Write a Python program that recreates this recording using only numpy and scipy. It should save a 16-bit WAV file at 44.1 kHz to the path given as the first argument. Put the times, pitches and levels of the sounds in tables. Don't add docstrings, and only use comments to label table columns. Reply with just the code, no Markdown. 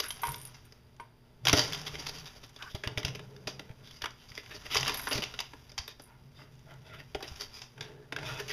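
import sys
import numpy as np
from scipy import signal
from scipy.fft import rfft, irfft
from scipy.io import wavfile

SR = 44100
rng = np.random.default_rng(int(sys.argv[2]) if len(sys.argv) > 2 else 0)


def nominal_scale(level):
    x = np.asarray(level, float) / 20
    return 10 ** x


def pcm_store(signal):
    levels = np.round(np.clip(np.atleast_2d(signal), -1, 1) * 32767)
    wavfile.write(sys.argv[1], SR, levels.astype(np.int16).T)


N = 375732

# t/s, peak/dB, panel
# ring f/Hz, body re peak/dB
TICKS = [(0.0004, -17.5, 4170, -13.5), (0.1045, -26, 3230, -45), (0.7225, -43.5, 4850, -7),
         (1.4695, -12.5, 3250, -27), (1.482, -12, 3540, -26), (1.495, -13, 3550, -18),
         (1.5289, -9.5, 5760, 0.5), (2.623, -33, 2600, -12), (2.873, -22.5, 2805, -8),
         (3.1928, -35, 1670, -2), (3.363, -41.5, 3620, -24), (3.594, -30.5, 3000, -3.5),
         (3.9096, -39.5, 3400, -23), (4.0191, -27, 3320, -12), (4.04, -25, 1320, -7),
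         (4.057, -26, 1410, -10), (4.7553, -18, 1360, -7), (4.86, -25.5, 1460, -23),
         (4.8787, -19, 4860, -37), (4.894, -25, 1030, -11), (5.156, -33, 4850, -3),
         (5.178, -22.5, 4070, -3), (5.403, -24, 4830, -39), (5.5338, -39, 1020, 0), (5.7168, -40, 5100, -7),
         (7.147, -28.5, 2110, 6), (7.778, -43, 1520, -20), (7.827, -39, 1760, -40),
         (8.123, -27.5, 1630, -1.5), (8.1625, -25.5, 1630, -8),
         (.2693, -34, 3500, -30), (0.3424, -31, 3660, -30), (1.4698, -20, 1650, -31),
           (1.483, -18.5, 1700, -26), (1.4945, -16, 2400, -27), (1.5334, -15.5, 2200, -7),
           (1.567, -22.5, 4940, -17), (1.585, -25, 6000, -17), (1.7227, -27, 4450, -20),
           (1.7318, -22.5, 3460, -27), (1.746, -27.5, 3300, -25), (1.815, -34, 5460, -20),
           (1.9538, -32, 2080, -15), (2.1633, -45, 4900, -25), (2.1836, -39, 4900, -25),
           (2.2686, -41, 4850, -25), (2.9744, -22.5, 2200, -4.5), (2.980, -25.5, 3600, -10),
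           (2.991, -32.5, 4900, -1), (3.000, -37, 4900, -7), (3.030, -31, 2000, -15),
           (3.066, -39, 2200, -12), (3.081, -30.5, 2200, -20), (3.155, -33.5, 2260, -13),
           (4.746, -20, 5860, -25), (4.768, -22, 2600, -23), (4.808, -23.5, 6240, -27),
           (4.8284, -21, 2900, -22), (4.8492, -26, 3900, -28), (4.8943, -23, 3500, -26),
           (4.9428, -30, 3600, -22), (4.9955, -29.5, 1580, -20), (5.123, -23, 2930, -15),
           (5.129, -21.5, 4950, -24), (8.2292, -37, 1000, -10), (8.4008, -31.5, 5200, 2),
           (8.48, -33, 5000, -20), (4.7695, -18, 4900, -30), (4.880, -22, 1290, -15),
           (4.4605, -41, 2100, -20), (4.317, -40, 2000, -15), (3.712, -45.5, 1600, -7),
           (3.473, -28.5, 1580, -8), (3.0485, -25, 4970, -20), (2.0654, -29.5, 2850, -22),
           (2.092, -28.5, 4900, -17)]
# t/s, peak/dB, panel ring f/Hz, body re peak/dB
TEARS = [(0.2335, -30, 1560, -42), (0.5438, -42.5, 4320, -20), (0.9988, -40.5, 1550, -2),
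         (1.452, -22, 5600, -5), (1.592, -13.5, 4730, -16), (2.5617, -39, 3490, -7),
         (2.748, -33.5, 3300, 4.5), (2.8362, -25.5, 1690, -4), (3.0484, -21, 2797, -8.5),
         (3.1485, -34, 2780, -3), (3.472, -27, 4800, 0), (4.105, -42.5, 4840, -10),
         (4.7675, -22, 5000, -23), (5.0707, -23.5, 1120, -7.5), (5.2365, -21.5, 2770, -22),
         (5.3387, -33.5, 2840, -6), (5.39, -23, 2774, -18.5), (5.7787, -23, 4680, -28),
         (5.878, -31, 3670, -10), (5.9962, -40, 4900, 0.5), (7.2046, -38, 780, -11),
         (7.225, -31.5, 3600, -2), (7.6172, -34, 5130, -25), (7.808, -28.5, 3540, -24),
         (8.186, -32.5, 1650, -18)]
TICK_T60_S, TICK_HISS_DB, TICK_HISS_DB_PER_OCTAVE = 0.042, -21, 4
TEAR_T60_S, TEAR_HISS_DB, TEAR_HISS_DB_PER_BODY_DB = 0.2, -27, 0.53

# middle t/s, length/s, rms/dB, panel ring f/Hz
SCRATCHES = [(.03, 0.035, -43, 4400), (.03, 0.055, -45.5, 1550), (1.748, 0.028, -38, 4970),
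             (1.802, 0.03, -46, 5100), (1.875, 0.02, -33.5, 3380), (2.085, 0.036, -35.5, 4160),
             (2.18, 0.07, -45, 4530), (2.281, 0.041, -48.5, 3700), (2.655, 0.08, -56, 4900),
             (2.721, 0.04, -53, 3530), (3.886, 0.076, -54, 3450), (3.968, 0.059, -54, 4730),
             (4.045, 0.045, -42, 1700), (4.23, 0.078, -60, 3100), (4.305, 0.04, -54.5, 4820),
             (4.362, 0.023, -46.5, 5200), (4.745, 0.06, -32.5, 2970), (4.795, 0.068, -33, 4800),
             (5.7, 0.011, -50, 4760), (6.117, .094, -61, 933), (6.954, 0.036, -52, 1370),
             (7.364, 0.0089, -46.5, 5440), (7.427, 0.053, -40.5, 4620), (7.577, 0.075, -47.5, 4970),
             (8.277, 0.03, -41.5, 2490), (8.32, 0.064, -46, 1400), (8.404, 0.024, -39.5, 1810),
             (8.49, 0.017, -43, 2500), (8.512, 0.019, -34, 1970), (8.51, 0.027, -42, 4660)]
# middle t/s, length/s, rms/dB, panel ring f/Hz
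SHOVES = [(.285, 0.12, -47.5, 1440), (1.571, 0.043, -28.5, 4350), (1.63, .12, -33, 4570),
          (1.949, 0.019, -43.5, 2350), (2.004, 0.03, -41.5, 4750), (2.37, 0.022, -51, 4660),
          (2.443, 0.02, -48, 3740), (4.39, 0.025, -41.5, 2070), (4.522, 0.029, -45.5, 1770),
          (4.559, 0.027, -43.5, 4500), (4.663, 0.017, -42, 1960), (4.887, 0.037, -34.5, 2880),
          (4.936, 0.076, -43, 4360), (5.126, 0.027, -34.5, 2880), (5.173, 0.055, -35, 4350),
          (5.231, 0.016, -32.5, 2970), (7.003, 0.028, -50.5, 1940), (7.287, 0.023, -45.5, 5400),
          (7.892, 0.2, -59.5, 1706)]
# middle t/s, length/s, rms/dB, panel ring f/Hz
DRAGS = [
    (3.706, 0.023, -60.5, 1560),
    (6.424, 0.074, -58.5, 1226),
    (6.723, 0.06, -61, 1410),
    (6.89, 0.06, -60, 3400),
    (7.25, 0.021, -45, 1950),
]
# body/dB, hiss/dB re stroke rms
SCRATCH_MIX_DB, SHOVE_MIX_DB, DRAG_MIX_DB = (-14.5, -15), (-6, -15.5), (1, -13.5)

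# t/s, scratch level/dB
RUB_EFFORT = [(0, -57), (.3, -53.5), (.62, -64.5), (1.1, -84.5), (1.429, -76), (1.47, -41.5), (2.1, -51.5),
              (2.5, -64.5), (4.1, -69), (4.97, -42), (5.451, -60.5), (6.15, -74.5), (7.1, -66),
              (7.35, -54.5), (7.85, -72), (8.15, -75), (8.26, -46.5), (8.45, -51.5)]
RUB_MEAN_DB, RUB_HISS_DB, HISS_DB_PER_EFFORT_DB = -62, -71.5, 0.71
BODY_RE_RUB_DB = -13

# f/Hz, density/dB per Hz
BOARD_SPECTRUM = [(200, 9), (400, -8), (700, 8), (1200, -2.5), (2000, -3.5), (3300, -3), (4300, -5.5),
                  (4900, 1), (5100, -4), (5900, -4.5), (7000, -14), (8300, -24), (11300, -11), (15000, -20)]
# f/Hz, width/Hz, level/dB
BODY_MODES = [(300, 60, -9), (410, 35, 0), (620, 70, -6), (870, 60, -8), (1390, 90, -16)]

# peak t/s, drone/dB, drone f/Hz, fade/dB per s, body re drone/dB
LEANS = [(.3, -45, 129, 70.5, -14), (1.49, -34, 123, 97, -16), (1.641, -45.5, 150, 18.5, -9),
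         (2.899, -46.5, 124, 39, -9), (3.066, -40, 130, 76, -15), (3.301, -55.5, 136, 5.5, -12.5),
         (4.8, -43.5, 131, 94.5, -6), (5.17, -47, 125, 96.5, -4.5), (6.2, -57.5, 134, 0.5, -28.5),
         (6.72, -55.5, 131, 11, -15), (6.93, -50, 132, 93.5, -14), (7.801, -47.5, 135, 53, -8.5),
         (8.189, -42.5, 131, 38, -7)]
LEAN_RISE_DB_PER_S, LET_GO_S = 319.5, 0.6
BOX_REST_DB, BOX_REST_HZ, BODY_REST_DB, BOX_WIDTH_HZ = -65, 125, -73.5, 23.7
# f/Hz, width/Hz, level re body/dB
WALL_MODES = [(430.5, 33, -1), (635, 22, -11.5), (880, 53, -5), (1387, 41, -20.5), (2000, 32, -17)]
# start t/s, end t/s, rms/dB
SLIDES = [
    (2.58, 2.71, -52),
    (6.65, 6.79, -64),
    (8.22, 8.42, -52),
    (5.07, 5.13, -46),
    (4.88, 4.97, -48),
    (6.84, 7.04, -61),
    (7.78, 8.08, -58),
    (6.34, 6.46, -64),
]
# f/Hz, width/Hz, level/dB
SLIDE_MODES = [
    [(1150, 150, -1), (1500, 150, 0)],
    [(635, 50, -1), (860, 60, -3), (1423, 90, -4), (2000, 90, -4)],
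    [(636, 35, -2), (930, 50, -3), (1400, 70, -3), (2550, 110, 0), (3450, 110, -3)],
    [(1020, 60, 0.5)],
    [(1000, 90, 0)],
    [(635, 45, -1), (1420, 70, 0), (2010, 80, -3), (2600, 100, -3), (3500, 150, -5)],
    [(420, 30, 0), (1650, 120, -9)],
    [(2050, 120, -2), (3600, 200, -2), (4850, 250, 0)],
]

# t/s, peak/dB, push f/Hz
THUMPS = [(0.282, -36.5, 54.7), (1.535, -19, 89.5), (1.931, -40, 60.4), (2.746, -26.5, 102),
          (2.871, -24.5, 103), (2.975, -25.5, 114), (3.048, -25.5, 86), (3.47, -33, 142),
          (3.703, -33.5, 119), (4.032, -38.5, 61.4), (4.313, -41.5, 98), (4.76, -36, 70), (5.155, -26, 111),
          (5.19, -26, 210), (5.795, -34, 68), (7.149, -35, 60), (7.315, -34.5, 70.4)]
# start t/s, end t/s, rms/dB
TRAY_HUM = (2.98, 3.72, -60.5)
# f/Hz, width/Hz, level/dB
TRAY_MODES = [(188, 17, -0.5), (420, 34, -1.5), (490, 25, -9)]

# t/s, peak/dB
KNOCKS = [
    (0.2334, -19.5),
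    (.2823, -26),
    (0.3419, -38.5),
    (0.998, -32.5),
    (5.071, -35),
    (5.533, -48),
]
# f/Hz, level/dB, t60/s
BOWL_MODES = [(946, 0, .11), (1036, -2, .07), (860, -10, .04), (1180, -10, .04), (1516, -6, .045),
              (2170, -9, .035)]

# t/s, peak/dB, region f/Hz, loss per rebound/dB
BELL_HITS = [(0.0014, -31, 11760, 24), (0.0368, -36, 11400, 20), (0.058, -34, 10900, 20),
             (0.084, -29, 10900, 30), (0.1068, -33, 11000, 20), (0.1235, -39.5, 10600, 2),
             (0.2188, -33.5, 11560, 0.5), (0.253, -36, 11300, 12), (0.2693, -31, 10500, 20),
             (0.2892, -31, 10500, 12), (0.319, -29, 12300, 7), (0.27, -38, 13250, 20),
             (0.32, -42, 13250, 20), (0.3596, -35, 13250, 20), (0.382, -34, 13250, 1),
             (0.2338, -34, 9200, 3), (0.29, -31, 9200, 5), (0.382, -36.5, 9140, 4), (0.415, -31, 9070, 8),
             (0.452, -32, 10200, 20), (0.4725, -35.5, 9300, 16), (0.652, -49, 9400, 20),
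             (1.0041, -56, 9300, 5), (4.943, -29.5, 11400, 27), (4.973, -27, 11400, 20),
             (4.9945, -31, 11400, 20), (5.016, -32, 11560, 2.5), (5.0857, -30.5, 10600, 4),
             (5.1154, -29, 9800, 11), (5.878, -39, 13250, 20), (6.0197, -40.5, 9900, 4.5)]
# f/Hz, level/dB, t60/s
BELL_MODES = [(9180, -7, .05), (9310, -3, .07), (9700, -9, .04), (10450, -4, .06), (10750, -3, .06),
              (11050, -2, .05), (10100, -7, .04), (12750, -7, .04), (11370, -3, .075), (11430, -5, .05),
              (11680, -2, .05), (12300, -6, .04), (13250, -2, .06)]
REBOUND_S = 0.018

# t/s, peak/dB
PRICKS = [
    (.965, -54),
    (2.494, -45),
    (2.543, -52),
    (2.59, -46),
    (6.553, -53),
    (6.593, -53),
    (6.739, -49),
    (7.383, -48),
]

ROOM_T60_S, ROOM_WET_DB = 0.29, -14.5
# f/Hz, density/dB per Hz
ROOM_TONE = [(25, -6), (130, -2), (300, -12), (1000, -16), (2500, -21), (3800, -22), (4850, -17),
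             (5300, -27), (7000, -36), (8300, -36), (9400, -31), (15200, -32)]
ROOM_DB = -58
# f/Hz, rms/dB
MAINS = [(120, -70), (240, -71), (360, -77)]
# f/Hz, width/Hz, depth/dB
NOTCHES = [(4240, 500, -28), (7850, 1000, -22), (8800, 450, -24), (12600, 500, -22)]
TOP_HZ = 15250
TICK_HZ = SR / 512


def rms_one(x):
    return x / np.sqrt(np.mean(x ** 2) + 1e-20)


def in_time(rows):
    s, *columns = np.transpose(rows)
    return [np.interp(np.arange(N) / SR, s, c) for c in columns]


def band(x, low_hz, high_hz, order=2):
    return signal.sosfilt(signal.butter(order, [low_hz, high_hz], "band", fs=SR, output="sos"), x)


def colour(x, points):
    hz, db = np.transpose(points)
    grid_hz = np.arange(2049) * SR / 4096
    cepstrum = irfft(np.log(nominal_scale(np.interp(np.log(grid_hz + 1), np.log(hz), db))))
    cepstrum[1:2048] *= 2
    cepstrum[2049:] = 0
    return signal.fftconvolve(x, irfft(np.exp(rfft(cepstrum))))[:len(x)]


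def drift(rate_hz):
    r = np.exp(-2 * np.pi * rate_hz / SR)
    noise = rng.standard_normal(N + 8000)
    return rms_one(signal.lfilter([1], [1, -2 * r, r * r], noise)[8000:])


def resonance(x, hz, width_hz):
    r = np.exp(-np.pi * width_hz / SR)
    zeros = np.array([1, 0, -1]) * (1 - r * r) / 2
    return signal.lfilter(zeros, [1, -2 * r * np.cos(2 * np.pi * hz / SR), r * r], x)


def grains(per_s, spread_db, clump_db):
    sizes = nominal_scale(spread_db * np.minimum(rng.exponential(1, N), 5)) * rng.choice([-1, 1], N)
    return sizes * (rng.random(N) < per_s / SR) * nominal_scale(clump_db * drift(27))


def hollow(x):
    modes = 0
    for k, (hz, width_hz, db) in enumerate(BODY_MODES):
        modes = modes + (-1) ** k * nominal_scale(db) * resonance(x, hz, width_hz)
    return rms_one(modes + nominal_scale(-16) * band(x, 250, 950, order=1))


def board_layers(per_s, spread_db, clump_db):
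    slips = grains(per_s, spread_db, clump_db)
    lit = colour(slips, BOARD_SPECTRUM)
    return rms_one(band(lit, 880, 9760)), hollow(slips), rms_one(band(lit, 9480, 22000, order=4))


def panel_ring(x, hz, sharp, dull_db, ring_db):
    side = 1 if hz < 2800 else -1
    ratios = np.exp(rng.uniform([.3, .65], [.5, .9]) * side)
    neighbours = sum(.5 * resonance(x, hz * k, hz * k / sharp) for k in ratios)
    modes = resonance(x, hz, hz / sharp) + neighbours
    hump = resonance(resonance(x, hz, 1.25 * hz), hz, 1.25 * hz)
    return nominal_scale(dull_db * np.log2(hz / 5000)) * x + hump + nominal_scale(ring_db) * modes


def snaps():
    out, t = np.zeros(N + SR), np.arange(SR // 5) / SR
    panel, body, hiss = board_layers(per_s=9000., spread_db=3., clump_db=2.4)
    rows = []
    for row in TICKS:
        rows.append((*row, TICK_T60_S, TICK_HISS_DB + TICK_HISS_DB_PER_OCTAVE * np.log2(row[2] / 3000)))
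    for row in TEARS:
        rows.append((*row, TEAR_T60_S, TEAR_HISS_DB + TEAR_HISS_DB_PER_BODY_DB * (row[3] + 14)))
    for s, peak_db, hz, body_db, t60_s, hiss_db in rows:
        i, j = round(s * SR), int(rng.random() * (N - len(t)))
        fibres = panel[j:j + len(t)].copy()
        fibres[:SR // 300] = rms_one(fibres[:SR // 300])
        crackle = nominal_scale(-14) * nominal_scale(-60 * t / np.clip(t60_s, .02, .4))
        shape = (1 - np.exp(-t / .001)) * (np.exp(-t / .0027) + crackle)
        crack = panel_ring(shape * fibres, hz, sharp=12., dull_db=3., ring_db=6.5)
        late = np.minimum(t / 0.0058, 1) * np.exp(-t / 0.0082)
        boom = nominal_scale(body_db - 2.5) * late * body[j:j + len(t)] / np.std(body[j:j + SR // 50])
        spray = nominal_scale(hiss_db + 4.0) * shape * hiss[j:j + len(t)]
        out[i:i + len(t)] += nominal_scale(peak_db) * (nominal_scale(3.0) * crack / np.abs(crack).max() + boom + spray)
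    return out[:N]


def strokes():
    out = np.zeros(N + SR)
    panel, body, hiss = board_layers(per_s=3500., spread_db=3.6, clump_db=2.2)
    kinds = (SCRATCHES, SCRATCH_MIX_DB), (SHOVES, SHOVE_MIX_DB), (DRAGS, DRAG_MIX_DB)
    strokes_all = [(*row, *mix) for rows, mix in kinds for row in rows]
    for s, length_s, db, hz, body_db, hiss_db in strokes_all:
        n = round(2.4 * np.clip(length_s, .01, .1) * SR)
        i = max(round(s * SR) - n // 2, 0)
        along = np.linspace(-2.2, 2.2, n) + .4
        rising = along < 0
        shape = np.exp(-np.abs(along / np.where(rising, .75, 1.25)) ** np.where(rising, 4., 1.8))
        scratch = rms_one(panel_ring(panel[i:i + n], hz, sharp=13., dull_db=8., ring_db=8))
        mix = scratch + nominal_scale(body_db) * body[i:i + n] + nominal_scale(hiss_db) * hiss[i:i + n]
        out[i:i + len(scratch)] += nominal_scale(db) * shape[:len(scratch)] * mix
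    return out[:N]


def leaning():
    s, db, hz, fade, body_db = np.transpose(LEANS)[:, :, None]
    after = np.arange(0, N + 64, 64) / SR - s
    fading = np.abs(fade) * after + LEAN_RISE_DB_PER_S * np.maximum(after - LET_GO_S, 0)
    lost_db = np.where(after < 0, -LEAN_RISE_DB_PER_S * after, fading)
    power, rest = nominal_scale(2 * (db - lost_db)), nominal_scale(2 * BOX_REST_DB)
    total = power.sum(0) + rest
    body = (power * nominal_scale(2 * body_db)).sum(0) + nominal_scale(2 * BODY_REST_DB)
    mean_hz = ((power * hz).sum(0) + rest * BOX_REST_HZ) / total
    return in_time(np.transpose([after[0] + s[0], 10 * np.log10(total), mean_hz, 10 * np.log10(body)]))


def rubbing():
    layers = board_layers(per_s=4000., spread_db=3.2, clump_db=1.2)
    effort_db, = in_time(RUB_EFFORT)
    body_db = 10 * np.log10(nominal_scale(2 * (effort_db + BODY_RE_RUB_DB)) + nominal_scale(2 * leaning()[2]))
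    hiss_db = RUB_HISS_DB + HISS_DB_PER_EFFORT_DB * (effort_db - RUB_MEAN_DB)
    levels_db = effort_db, body_db, hiss_db
    return sum(nominal_scale(db + .8 * drift(15)) * layer for db, layer in zip(levels_db, layers))


def box():
    drone_db, hz, body_db = leaning()
    walls = 0
    for wall_hz, width_hz, db in WALL_MODES:
        walls = walls + nominal_scale(db) * rms_one(resonance(rng.standard_normal(N), wall_hz, width_hz))
    phase = 2 * np.pi * np.cumsum(hz) / SR
    wander = drift(BOX_WIDTH_HZ) * np.cos(phase) + drift(BOX_WIDTH_HZ) * np.sin(phase)
    drone = wander + 1.23 * np.cos(phase)
    rumble_db = -37.0 + 0.36 * in_time(RUB_EFFORT)[0] + 1.5 * drift(4.4)
    rumble = nominal_scale(rumble_db) * rms_one(band(rng.standard_normal(N), 3.7, 114))
    return nominal_scale(drone_db + 1.0) * rms_one(drone) + nominal_scale(body_db) * walls + rumble


def held_hum(start_s, end_s, db, modes, flutter_db):
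    i, n = round(start_s * SR), round((end_s - start_s) * SR)
    t = np.arange(n) / SR
    out, held = np.zeros(N), np.clip(np.minimum(t, t[-1] - t) / 0.029, 0, 1)
    for hz, width_hz, own_db in modes:
        flutter = np.interp(t, np.arange(40) / 30, rng.standard_normal(40))
        ring = rms_one(resonance(rng.standard_normal(SR), hz, width_hz))[:n]
        out[i:i + n] += nominal_scale(db + own_db + flutter_db * flutter) * held * ring
    return out


def slides():
    return sum(held_hum(*row, modes, flutter_db=3.5) for row, modes in zip(SLIDES, SLIDE_MODES))


def thumps():
    out, t = np.zeros(N + SR), np.arange(SR // 8) / SR
    for s, peak_db, hz in THUMPS:
        i = round(s * SR)
        out[i:i + len(t)] -= nominal_scale(peak_db + 1.5) * np.sin(2 * np.pi * hz * t) * np.exp(-t * hz / 0.6)
    return out[:N]


def tray():
    return held_hum(*TRAY_HUM, TRAY_MODES, flutter_db=2.5)


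def struck(hits_s, peaks_db, modes, chatter_s):
    out, t = np.zeros(N), np.arange(SR // 50) / SR
    for (hz, db, t60_s), own_db in zip(modes, peaks_db.T):
        clicks = np.full(N, 1e-18)
        clicks[np.round(hits_s * SR).astype(int)] = nominal_scale(db + own_db)
        chatter = rng.standard_normal(len(t)) * np.exp(-t / chatter_s) + 4 * (t == 0)
        at_mode = np.abs(np.sum(chatter * np.exp(-2j * np.pi * hz * t)))
        contact = signal.oaconvolve(clicks, chatter / at_mode)[:N]
        r, w = nominal_scale(-60 / (t60_s * SR)), 2 * np.pi * hz / SR
        out += signal.lfilter([0, np.sin(w)], [1, -2 * r * np.cos(w), r * r], contact)
    return out


def bowl():
    s, peak_db = np.transpose(KNOCKS)
    peaks_db = peak_db[:, None] - 6 + rng.normal(0, 0.75, (len(s), len(BOWL_MODES)))
    return band(struck(s, peaks_db, BOWL_MODES, chatter_s=0.0015), 750, 6000)


def bell():
    hits = [(s + k * REBOUND_S, db - k * loss, hz) for s, db, hz, loss in BELL_HITS for k in range(4)]
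    s, peak_db, region_hz = np.transpose(hits)
    away_db = -15 * np.tanh(np.abs(np.array(BELL_MODES)[:, 0] - region_hz[:, None]) / 700)
    peaks_db = peak_db[:, None] - 6 + away_db + rng.normal(0, 3, away_db.shape)
    rings = struck(s, peaks_db, BELL_MODES, chatter_s=.003)
    tick = np.zeros(N)
    tick[np.round(s * SR).astype(int)] = nominal_scale(peak_db - 1)
    tick = signal.lfilter([1], [1, -np.exp(-1 / (0.001 * SR))], tick) * rng.standard_normal(N)
    return rings + nominal_scale(-3) * band(tick, 9000, 14000, order=4) + nominal_scale(-3) * band(tick, 2500, 6500)


def litter():
    puffs = np.zeros(N)
    s, db = np.transpose(PRICKS)
    puffs[np.round(s * SR).astype(int)] = nominal_scale(db)
    puffs = signal.lfilter([1], [1, -np.exp(-1 / (.003 * SR))], puffs + 1e-18)
    return band(puffs * rng.standard_normal(N), 2000, 7000)


def room(x):
    t = np.arange(SR // 2) / SR
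    noise = band(rng.standard_normal(len(t)), 100, 6000, order=1)
    tail = noise * nominal_scale(-60 * t / ROOM_T60_S) * (t > .004)
    return signal.fftconvolve(x, tail / np.sqrt(np.sum(tail ** 2)))[:N]


def room_tone():
    t = np.arange(N) / SR
    hum = sum(np.sqrt(2) * nominal_scale(db) * np.sin(2 * np.pi * hz * t) for hz, db in MAINS)
    return nominal_scale(ROOM_DB - 8.5) * rms_one(colour(rng.standard_normal(N), ROOM_TONE)) + hum


def scene():
    near = snaps() + strokes() + rubbing() + bowl() + bell()
    low = box() + slides() + thumps() + tray()
    return (near + low + litter() + nominal_scale(ROOM_WET_DB) * room(near) + room_tone())[None]


def roll_off(x):
    return signal.sosfilt(signal.butter(12, 16500, fs=SR, output="sos"), x)


def record(dry):
    for hz, width_hz, db in NOTCHES:
        dry = dry - (1 - nominal_scale(db)) * resonance(dry, hz, width_hz)
    ticks = np.diff(np.floor(np.arange(N + 1) * TICK_HZ / SR))
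    dry = dry + nominal_scale(-59) * band(ticks, 6000, 10500)
    step = signal.sosfilt(signal.ellip(6, .3, 15, TOP_HZ, fs=SR, output="sos"), dry)
    mix = signal.sosfilt(signal.cheby2(8, 25, 16200, fs=SR, output="sos"), step)
    return roll_off(mix)


dry = scene()
out = record(dry)
pcm_store(out)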